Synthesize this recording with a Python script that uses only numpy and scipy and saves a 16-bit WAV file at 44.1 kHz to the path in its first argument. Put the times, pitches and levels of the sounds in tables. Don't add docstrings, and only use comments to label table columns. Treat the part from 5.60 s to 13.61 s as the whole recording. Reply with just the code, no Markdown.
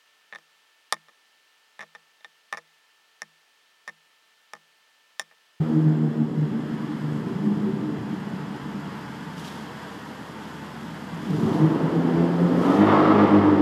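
import sys
import numpy as np
from scipy import signal
from scipy.fft import rfft, irfft, next_fast_len
from scipy.io import wavfile
from scipy.ndimage import uniform_filter1d

SR = 44100
rng = np.random.default_rng(int(sys.argv[2]) if len(sys.argv) > 2 else 0)


def master_out(mix):
    frames = np.transpose(np.atleast_2d(mix))
    ceiling = np.clip(frames, -1, 1)
    pcm = np.round(ceiling * 32767).astype(np.int16)
    wavfile.write(sys.argv[1], SR, pcm)


N = 353348

CYLINDER_STRENGTHS = [2.5, 2, 3, 1.5, -2.5, 2, -1.5, -3.5]
# [time_s, level_db]
BARK_LEVEL = [(0, -47), (1.1, -63.5), (2, -46.5), (2.6, -56.5), (5.4, -63.5), (5.7, -49), (5.9, -34),
              (6.4, -39.5), (6.97, -37), (7.09, -25.5), (7.16, -28), (7.31, -20.5), (7.41, -20.5),
              (7.48, -21), (7.64, -22.5), (7.85, -27), (8, -29.5)]


def from_db(db):
    return np.exp(np.asarray(db) * (np.log(10) / 20))


def rms_one(x):
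    return x / np.sqrt(np.mean(x ** 2) + 1e-20)


def in_time(rows):
    return np.interp(np.arange(N) / SR, *np.transpose(rows))


def colour(x, spectrum):
    hz, db = np.transpose(spectrum)
    size = next_fast_len(N + SR // 4)
    octave = np.log2(np.maximum(np.arange(size // 2 + 1) * SR / size, 1))
    outside = np.abs(octave - np.clip(octave, np.log2(hz[0]), np.log2(hz[-1])))
    gain = from_db(np.interp(octave, np.log2(hz), db) - 20 * outside)
    filtered = irfft(rfft(x, size) * gain, size)[:N]
    return rms_one(filtered)


def drift(rate_hz):
    step = 40
    r = np.exp(-2 * step * np.pi * rate_hz / SR)
    noise = rng.standard_normal(N // step + 2002)
    slow = signal.lfilter([1], [1, -2 * r, r * r], noise)[2000:]
    return np.interp(np.arange(N) / step, np.arange(len(slow)), rms_one(slow))


def steady(x):
    power = uniform_filter1d(uniform_filter1d(x ** 2, size=SR // 6), size=SR // 10)
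    return x / np.sqrt(np.maximum(power, 1e-12))


def swell(start_s, rise_s, hold_s, fall_db_per_s):
    since = np.arange(N) / SR - start_s
    rise = np.clip(1 + since / rise_s, 0, 1)
    return rise * from_db(-fall_db_per_s * np.maximum(since - hold_s, 0))


def throb(hz, depth_db, crest_s):
    return from_db(depth_db * np.cos(2 * np.pi * hz * (np.arange(N) / SR - crest_s)))


def rings(x, table):
    return sum(from_db(db) * signal.lfilter(*signal.iirpeak(hz, hz / width, fs=SR), x)
               for hz, width, db in table)


def garage(x, direct_db, count=3):
    garage_t60_s = 2.65
    t = np.arange(SR) / SR
    running = np.concatenate([x[:len(t) - 1][::-1], x])
    shares = np.array([drift(1.25) for path in range(count)])
    out = from_db(direct_db) * x
    for share in shares / np.linalg.norm(shares, axis=0):
        echo = rng.standard_normal(len(t)) * from_db(-60 * t / garage_t60_s)
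        out = out + share * signal.fftconvolve(running, echo / np.linalg.norm(echo), "valid")
    return out


def early_echo(x, count=2):
    early_t60_s = 0.11
    t = np.arange(SR // 4) / SR
    shares = np.array([drift(3) for path in range(count)])
    shares = shares / np.linalg.norm(shares, axis=0)
    echoes = rng.standard_normal((count, len(t))) * from_db(-60 * t / early_t60_s)
    return sum(share * signal.fftconvolve(x, echo)[:N] for share, echo in zip(shares, echoes))


def closeness():
    pass_s, pass_half_s, peak_share = 7.4, 0.67, 0.67
    away = (np.arange(N) / SR - pass_s) / pass_half_s
    return peak_share / (1 + away ** 2)


def standing_waves(hz):
    # [start_s, end_s, first_detour_m, detour_growth_m_per_s, strength_0_to_1]
    reflections = [(5.7, 8.1, 36.14, -6, 0.7), (5.7, 8.1, 20, -4, 0.42), (5.7, 8.1, 25.63, -6.5, 0.48),
                   (5.7, 6.6, 12.3, 7, 0.55)]
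    fade_s, sound_m_per_s = 0.11, 343
    t, hz = np.arange(0, N, 50) / SR, hz[::50]
    wave, power = 1, 1
    for start, end, detour, growth, strength in reflections:
        heard = strength * np.clip(1 + np.minimum(t - start, end - t) / fade_s, 0, 1)
        late_s = (detour + growth * (t - start)) / sound_m_per_s
        wave = wave + heard * np.exp(-2j * np.pi * hz * late_s)
        power = power + heard ** 2
    wave = wave / np.sqrt(power)
    return np.interp(np.arange(N) / SR, t, wave)


def pipe(x):
    pipe_hz, bounce, loss_hz = 51.65, 0.33, 2200
    size = next_fast_len(N + SR // 4)
    hz = np.arange(size // 2 + 1) * SR / size
    echo = bounce * np.exp(-(hz / loss_hz) ** 2)
    resonance = 1 / (1 + echo * np.exp(-1j * np.pi * hz / pipe_hz))
    return irfft(rfft(x, size) * resonance, size)[:N]


def firings(turns, scatter, jitter_s):
    at = np.flatnonzero(np.diff(np.floor(turns)) > 0)
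    chance = rng.standard_normal(size=(1000, 2))[:len(at)]
    pattern = from_db(CYLINDER_STRENGTHS)[np.arange(len(at)) % len(CYLINDER_STRENGTHS)]
    late = np.round(jitter_s * SR * chance[:, 1]).astype(int)
    return np.clip(at + late, 0, N - 1), pattern * (1 + scatter * chance[:, 0])


def engine_line(turns, multiple, scattered, swells=1):
    share = np.clip(scattered, 0, 1)
    shifting = np.sqrt(share / 2) * (drift(7.7) + 1j * drift(7.4))
    paths = np.sqrt(1 - share) * swells + shifting
    return np.sqrt(2) * np.real(paths * np.exp(2j * np.pi * (multiple * turns + rng.random())))


def ventilation():
    # [time_s, level_db]
    hum_level = [(0, -65), (1, -63), (3, -57), (4.5, -58), (5.2, -55), (8, -54)]
    hum_hz = 80.7
    phase = 2 * np.pi * hum_hz * np.arange(N) / SR + .5 * drift(0.74)
    return np.sqrt(2) * from_db(in_time(hum_level) + drift(1.2)) * np.sin(phase)


def rolling(flutter_db):
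    # [time_s, level_db]
    rush_level = [(0, -43.5), (.7, -46), (1.25, -42), (2.2, -43.5), (2.7, -41), (5.4, -41), (6.5, -37),
                  (8, -37.5)]
    # [frequency_hz, relative_level_db]
    rush_colour = [(250, -5), (450, 0), (590, -3), (760, -1.5), (920, 2.5), (1080, -1), (1330, -3),
                   (1650, -3), (1950, -6.5), (2400, -15), (2950, -12.5), (3350, -13), (3650, -21),
                   (4200, -22), (4900, -20.5), (5350, -24), (5800, -31), (9000, -36.5)]
    rush_walls = [(2.3, .1, 0.26), (4.7, .14, 0.28), (8.1, .18, 0.23), (12.6, .2, 0.27)]
    # [pitch_hz, width_hz, relative_level_db]
    whine_rings = [(890, 16, 10), (3380, 35, 3), (4016, 46, -0.5), (5080, 55, -3.5), (6780, 60, -4.5),
                   (7330, 60, -6.5), (7870, 54, -9.5)]
    # [time_s, level_db]
    hiss_level = [(0, -59), (.45, -63), (1.55, -57.5), (2.25, -59.5), (3.4, -56), (4.2, -54.5),
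                  (5.8, -54.5), (6.6, -56), (7.1, -53), (7.9, -61)]
    # [frequency_hz, relative_level_db]
    hiss_colour = [(1500, -1.5), (3200, 9.5), (4000, 4), (5000, 4.5), (6000, 1), (7500, 0), (9000, -5),
                   (11300, -4), (12000, -7), (12800, -3.5), (14000, -12), (15200, -26)]
    waver_db, whine_db, sound_m_per_s = 0.49, -64, 343
    n = np.arange(N)
    air = colour(rng.standard_normal(N), rush_colour)
    walls = 0
    for detour, sway, strength in rush_walls:
        late_samples = (detour + sway * drift(0.501)) / sound_m_per_s * SR
        walls = walls + strength * np.interp(n - late_samples, n, air)
    rush = from_db(in_time(rush_level) + waver_db * drift(4)) * rms_one(air + walls)
    whine = from_db(whine_db) * rms_one(rings(rng.standard_normal(N), whine_rings))
    grains = rng.standard_normal(N) * from_db(flutter_db * drift(60))
    return rush + whine + from_db(in_time(hiss_level)) * colour(grains, hiss_colour)


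def scuffs(grain_db):
    # [peak_s, rise_s, hold_s, level_db]
    scuff_list = [(3.782, .025, .015, -48.5), (3.852, .02, .02, -46), (5.81, 0.32, 0.16, -51),
                  (7.06, .15, .03, -49.5), (7.13, .04, 0.047, -52)]
    # [frequency_hz, relative_level_db]
    scuff_colour = [(1800, -5.5), (3200, 11), (4200, 6.5), (6000, 3), (7500, -1), (9000, -3.5),
                    (12000, -6.5), (14000, -11), (15200, -21)]
    fall_db_per_s = 82.5
    power = sum((from_db(db) * swell(s, rise, hold, fall_db_per_s)) ** 2
                for s, rise, hold, db in scuff_list)
    grains = rng.standard_normal(N) * from_db(grain_db * drift(70))
    return np.sqrt(power) * colour(grains, scuff_colour)


def chuffs():
    # [peak_s, pitch_hz, level_db]
    chuff_list = [(2.391, 120, -32), (2.531, 191.3, -25), (2.67, 199, -35), (2.73, 185, -31),
                  (2.88, 193, -34), (3.061, 198, -32), (3.15, 202, -32), (3.26, 183, -34), (3.48, 137, -37),
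                  (3.67, 160, -36), (3.779, 167.6, -36), (3.95, 223, -40), (4, 213, -39.5),
                  (4.38, 251, -41.5), (4.61, 199.6, -38), (4.76, 212, -38), (5.03, 210, -38),
                  (5.149, 230, -41), (5.23, 215, -37.5), (5.285, 160, -35), (5.54, 163, -29),
                  (5.6, 165, -36), (5.68, 187, -28), (5.861, 104, -31), (6.359, 300, -22)]
    rise_s, hold_s, fall_db_per_s = 0.00775, 0.0059, 334
    overtone_db, echo_db = -10, -8
    t, out = np.arange(SR // 4) / SR, np.zeros(N + SR)
    fall = from_db(-fall_db_per_s * np.maximum(t - rise_s - hold_s, 0))
    envelope = np.minimum(t / rise_s, 1) * fall
    for s, hz, db in chuff_list:
        phase = 2 * np.pi * (hz * t + rng.random())
        start = int((s - rise_s) * SR)
        thud = np.sin(phase) + from_db(overtone_db) * np.sin(1.6 * phase)
        out[start:start + len(t)] += from_db(db) * np.sqrt(2) * envelope * thud
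    return out[:N] + from_db(echo_db) * garage(out[:N], direct_db=-26, count=1)


def throttle_dab(turns):
    # [multiple_of_engine_cycle, relative_level_db]
    dab_lines = [(22, 0.5), (24, -6), (32, -11.5), (40, -11.5), (48, -21.5)]
    peak_s, rise_s, hold_s, fall_db_per_s, level_db = 1.88, 0.15, 0.3, 35, -30
    throb_hz, throb_db = 4.73, 6
    lines = sum(from_db(db) * engine_line(turns, np.round(k) / len(CYLINDER_STRENGTHS), scattered=0.39)
                for k, db in dab_lines)
    shape = swell(peak_s, rise_s, hold_s, fall_db_per_s) * throb(throb_hz, throb_db, peak_s)
    return from_db(level_db) * shape * lines


def growl(turns):
    # [multiple_of_firing_rate, relative_level_db]
    growl_lines = [(1.5, -4), (2.5, -0.5), (3.5, 3), (4.5, -1.5), (5.5, -9.5), (6.5, -6.5)]
    offset_db, follows = -17, 0.63
    halves = sum(from_db(db) * engine_line(turns, np.round(2 * k) / 2, scattered=.15)
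                 for k, db in growl_lines)
    return from_db(offset_db + follows * in_time(BARK_LEVEL)) * halves


def burble(turns):
    # [time_s, level_db]
    burble_level = [(0, -34), (.5, -31.5), (1, -30.5), (1.4, -34.5), (1.65, -29.5), (1.95, -29.5),
                    (2.3, -30.5), (2.8, -35.5), (4.2, -42.5), (4.7, -43.5), (5.45, -40), (5.63, -39),
                    (5.73, -26), (5.87, -24.5), (6.15, -24.5), (6.4, -25.5), (6.7, -28), (7.1, -22),
                    (7.3, -24), (8, -23)]
    # [time_s, share_0_to_1]
    nearness = [(0, 0.83), (.9, 0.04), (2.2, 0.01), (5.5, 0), (5.9, 0.03), (6.3, 0.75), (8, 1)]
    # [frequency_hz, relative_level_db]
    far_boom = [(35, -38), (60, -33.5), (90, -28), (105, -11), (122, -7), (160, -1.5), (210, 0.5),
                (255, -7.5), (300, -5), (345, -17), (380, -11.5), (450, -15.5), (550, -35.5), (900, -50.5)]
    # [frequency_hz, relative_level_db]
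    near_boom = [(30, -47.5), (50, -37.5), (75, -25.5), (125, -28), (160, -16.5), (210, -14), (240, -3.5),
                 (285, 3), (350, -2.5), (460, -2.5), (560, -8.5), (800, -12)]
    flutter_hz, flutter_db = 24.34, 2
    at, strength = firings(turns, scatter=.13, jitter_s=.0001)
    pulses = np.zeros(N)
    pulses[at] = strength - strength.mean()
    echoing = garage(pulses, direct_db=-7)
    near = np.clip(in_time(nearness), 0, 1)
    far_part = np.sqrt(1 - near) * colour(echoing, far_boom)
    near_part = np.sqrt(near) * colour(pipe(echoing), near_boom)
    wave = np.cos(2 * np.pi * flutter_hz * np.arange(N) / SR + drift(1.4))
    flutter = flutter_db * (1 - near) * wave
    return from_db(in_time(burble_level) - 1.0 * near + flutter) * steady(far_part + near_part)


def bark(turns, puff_decay):
    # [time_s, relative_level_db]
    gas_level = [(0, -1), (5.8, -4.5), (6.9, -3), (7.3, -4), (8, -6)]
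    # [pitch_hz, width_hz, gain_db]
    deck_rings = [(449, 14, 4.5), (518, 14, 1), (671, 14, 4.5), (830, 20, -1.5), (1070, 14, -5.5)]
    # [frequency_hz, relative_level_db]
    bark_colour = [(330, -22.5), (450, -9.5), (560, 0), (680, 2), (780, 0.5), (900, 3), (1100, 1.5),
                   (1350, -1.5), (1550, -12.5), (1900, -11), (2400, -21), (3200, -22.5), (4200, -31),
                   (5500, -39), (9000, -62.5)]
    at, strength = firings(turns, scatter=0.09, jitter_s=.00014)
    fronts = np.zeros(N)
    fronts[at] = strength
    puffs = rng.standard_normal(N) * np.exp(-puff_decay * (turns % 1))
    blasts = pipe(rms_one(fronts) + from_db(in_time(gas_level)) * rms_one(puffs))
    echo, close = garage(blasts, direct_db=-13), closeness()
    far_part = np.sqrt(1 - close) * rms_one(echo + rings(echo, deck_rings))
    near_part = np.sqrt(close) * rms_one(early_echo(pipe(blasts)))
    return from_db(in_time(BARK_LEVEL)) * steady(colour(far_part + near_part, bark_colour))


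def drone(turns, speed, count=6):
    # [time_s, level_db]
    drone_level = [(0, -29.5), (.5, -31.5), (1.1, -34.5), (1.52, -36), (1.8, -35.5), (4.3, -50), (5.5, -45),
                   (5.74, -32.5), (5.95, -32.5), (6.17, -36), (6.36, -25), (6.6, -22.5), (6.87, -24.5),
                   (7.05, -29), (7.3, -24), (7.78, -23.5), (8, -23.5)]
    # [frequency_hz, gain_db]
    tone_colour = [(78, -34), (86, -27), (100, -10.5), (156, -2), (172, 0.5), (205, -1.5), (232, -3),
                   (255, -12), (280, -4.5), (310, -5), (345, -18), (400, -16), (470, -21.5), (600, -33.5)]
    # [centre_s, multiple_of_firing_rate, half_length_s, level_db]
    boom_list = [(0.008, 2, 0.051, -17.5), (0.125, 3, 0.051, -25.5), (0.166, 2, 0.024, -20),
                 (0.198, 4, 0.07, -22), (0.268, 2, 0.072, -17), (.39, 4, 0.092, -28.5),
                 (0.414, 3, 0.074, -31), (0.454, 2, 0.053, -21.5), (0.608, 3, 0.043, -22.5),
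                 (.63, 2, 0.045, -25.5), (0.813, 2, 0.049, -16.5), (0.968, 3, 0.031, -27),
                 (1.136, 3, 0.091, -30), (1.272, 4, 0.037, -25), (1.53, 2, 0.15, -27.5),
                 (1.732, 5, 0.065, -38.5), (1.802, 2, 0.056, -30.5), (1.934, 4, 0.06, -37),
                 (2.08, 5, 0.091, -28.5), (2.236, 4, 0.06, -29), (4.375, 4, 0.07, -40),
                 (5.72, 2, 0.037, -26.5), (5.87, 5, 0.11, -30.5), (5.89, 3, 0.09, -26),
                 (5.967, 4, .03, -26), (6.04, 4, 0.035, -22.5), (6.046, 2, 0.045, -17.5),
                 (6.252, 2, 0.03, -20.5), (6.518, 4, 0.14, -26.5), (6.414, 3, 0.077, -32),
                 (6.654, 3, 0.07, -30), (6.844, 2, 0.039, -19.5), (6.91, 3, 0.028, -22),
                 (6.882, 6, 0.15, -31), (7.048, 3, 0.048, -16.5), (7.215, 2, 0.026, -18.5),
                 (7.226, 3, 0.021, -14.5), (7.25, 1, .05, -29.5), (7.35, 3, 0.044, -18),
                 (7.5, 3, 0.045, -20.5), (7.554, 4, 0.41, -27), (7.618, 2, 0.047, -20), (7.62, 5, .05, -26),
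                 (7.8, 1, 0.064, -27), (7.954, 3, 0.072, -18.5)]
    pull_away_s, throttle_rise_s = 5.65, 0.31
    lift_db, shelf_hz, shelf_width_hz = 7, 240, 51
    load = swell(pull_away_s + throttle_rise_s, throttle_rise_s, 0, 0)
    t, level_db, out = np.arange(N) / SR, in_time(drone_level), 0
    for k in range(1, count + 1):
        hz = k * speed
        above_shelf = np.clip((hz - shelf_hz) / shelf_width_hz, 0, 1)
        colour_db = np.interp(hz, *np.transpose(tone_colour)) + lift_db * load * above_shelf
        swells = throb(3, 5, 5.6) if k == 1 else standing_waves(hz)
        booms = sum(from_db(db) * np.exp(-np.minimum(np.abs(t - s) / half, 10) ** 2)
                    for s, multiple, half, db in boom_list if round(multiple) == k)
        strength = np.hypot(from_db(level_db + colour_db) * np.abs(swells), booms)
        scattered = 0.095 + (k / 5.6) ** 3
        phase_only = np.exp(1j * np.angle(swells))
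        out = out + strength * engine_line(turns, k, scattered, phase_only)
    return out


def scene():
    # [time_s, firings_per_s]
    engine_speed = [(0, 79), (.5, 76.7), (1.35, 76.2), (1.75, 74.5), (2, 75.5), (2.35, 74.5), (3, 73.6),
                    (4, 72), (5, 78), (5.7, 74.3), (6, 78), (6.25, 81), (6.55, 84.3), (6.87, 85.8),
                    (6.97, 87.5), (7.03, 92.8), (7.09, 92.5), (7.16, 101), (7.3, 105), (7.42, 102),
                    (7.58, 103), (7.85, 100), (8.01, 98)]
    hunt_spread, hunt_rate_hz = .35, 6
    smooth_speed = in_time(engine_speed)
    speed = smooth_speed + hunt_spread * drift(hunt_rate_hz)
    turns = np.cumsum(speed) / SR
    tones = drone(turns, smooth_speed) + growl(turns) + throttle_dab(turns)
    exhaust = tones + burble(turns) + chuffs() + bark(turns, puff_decay=2.3)
    background = rolling(flutter_db=0.8) + scuffs(grain_db=1.6) + ventilation()
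    return (exhaust + background)[None]


def record(dry):
    ease_in_s, cutoff_hz = .006, 15200
    eased = dry * swell(ease_in_s, ease_in_s, 0, 0)
    steep = signal.ellip(10, .1, 80, cutoff_hz, fs=SR, output="sos")
    return signal.sosfilt(steep, eased)


dry = scene()
out = record(dry)
master_out(out)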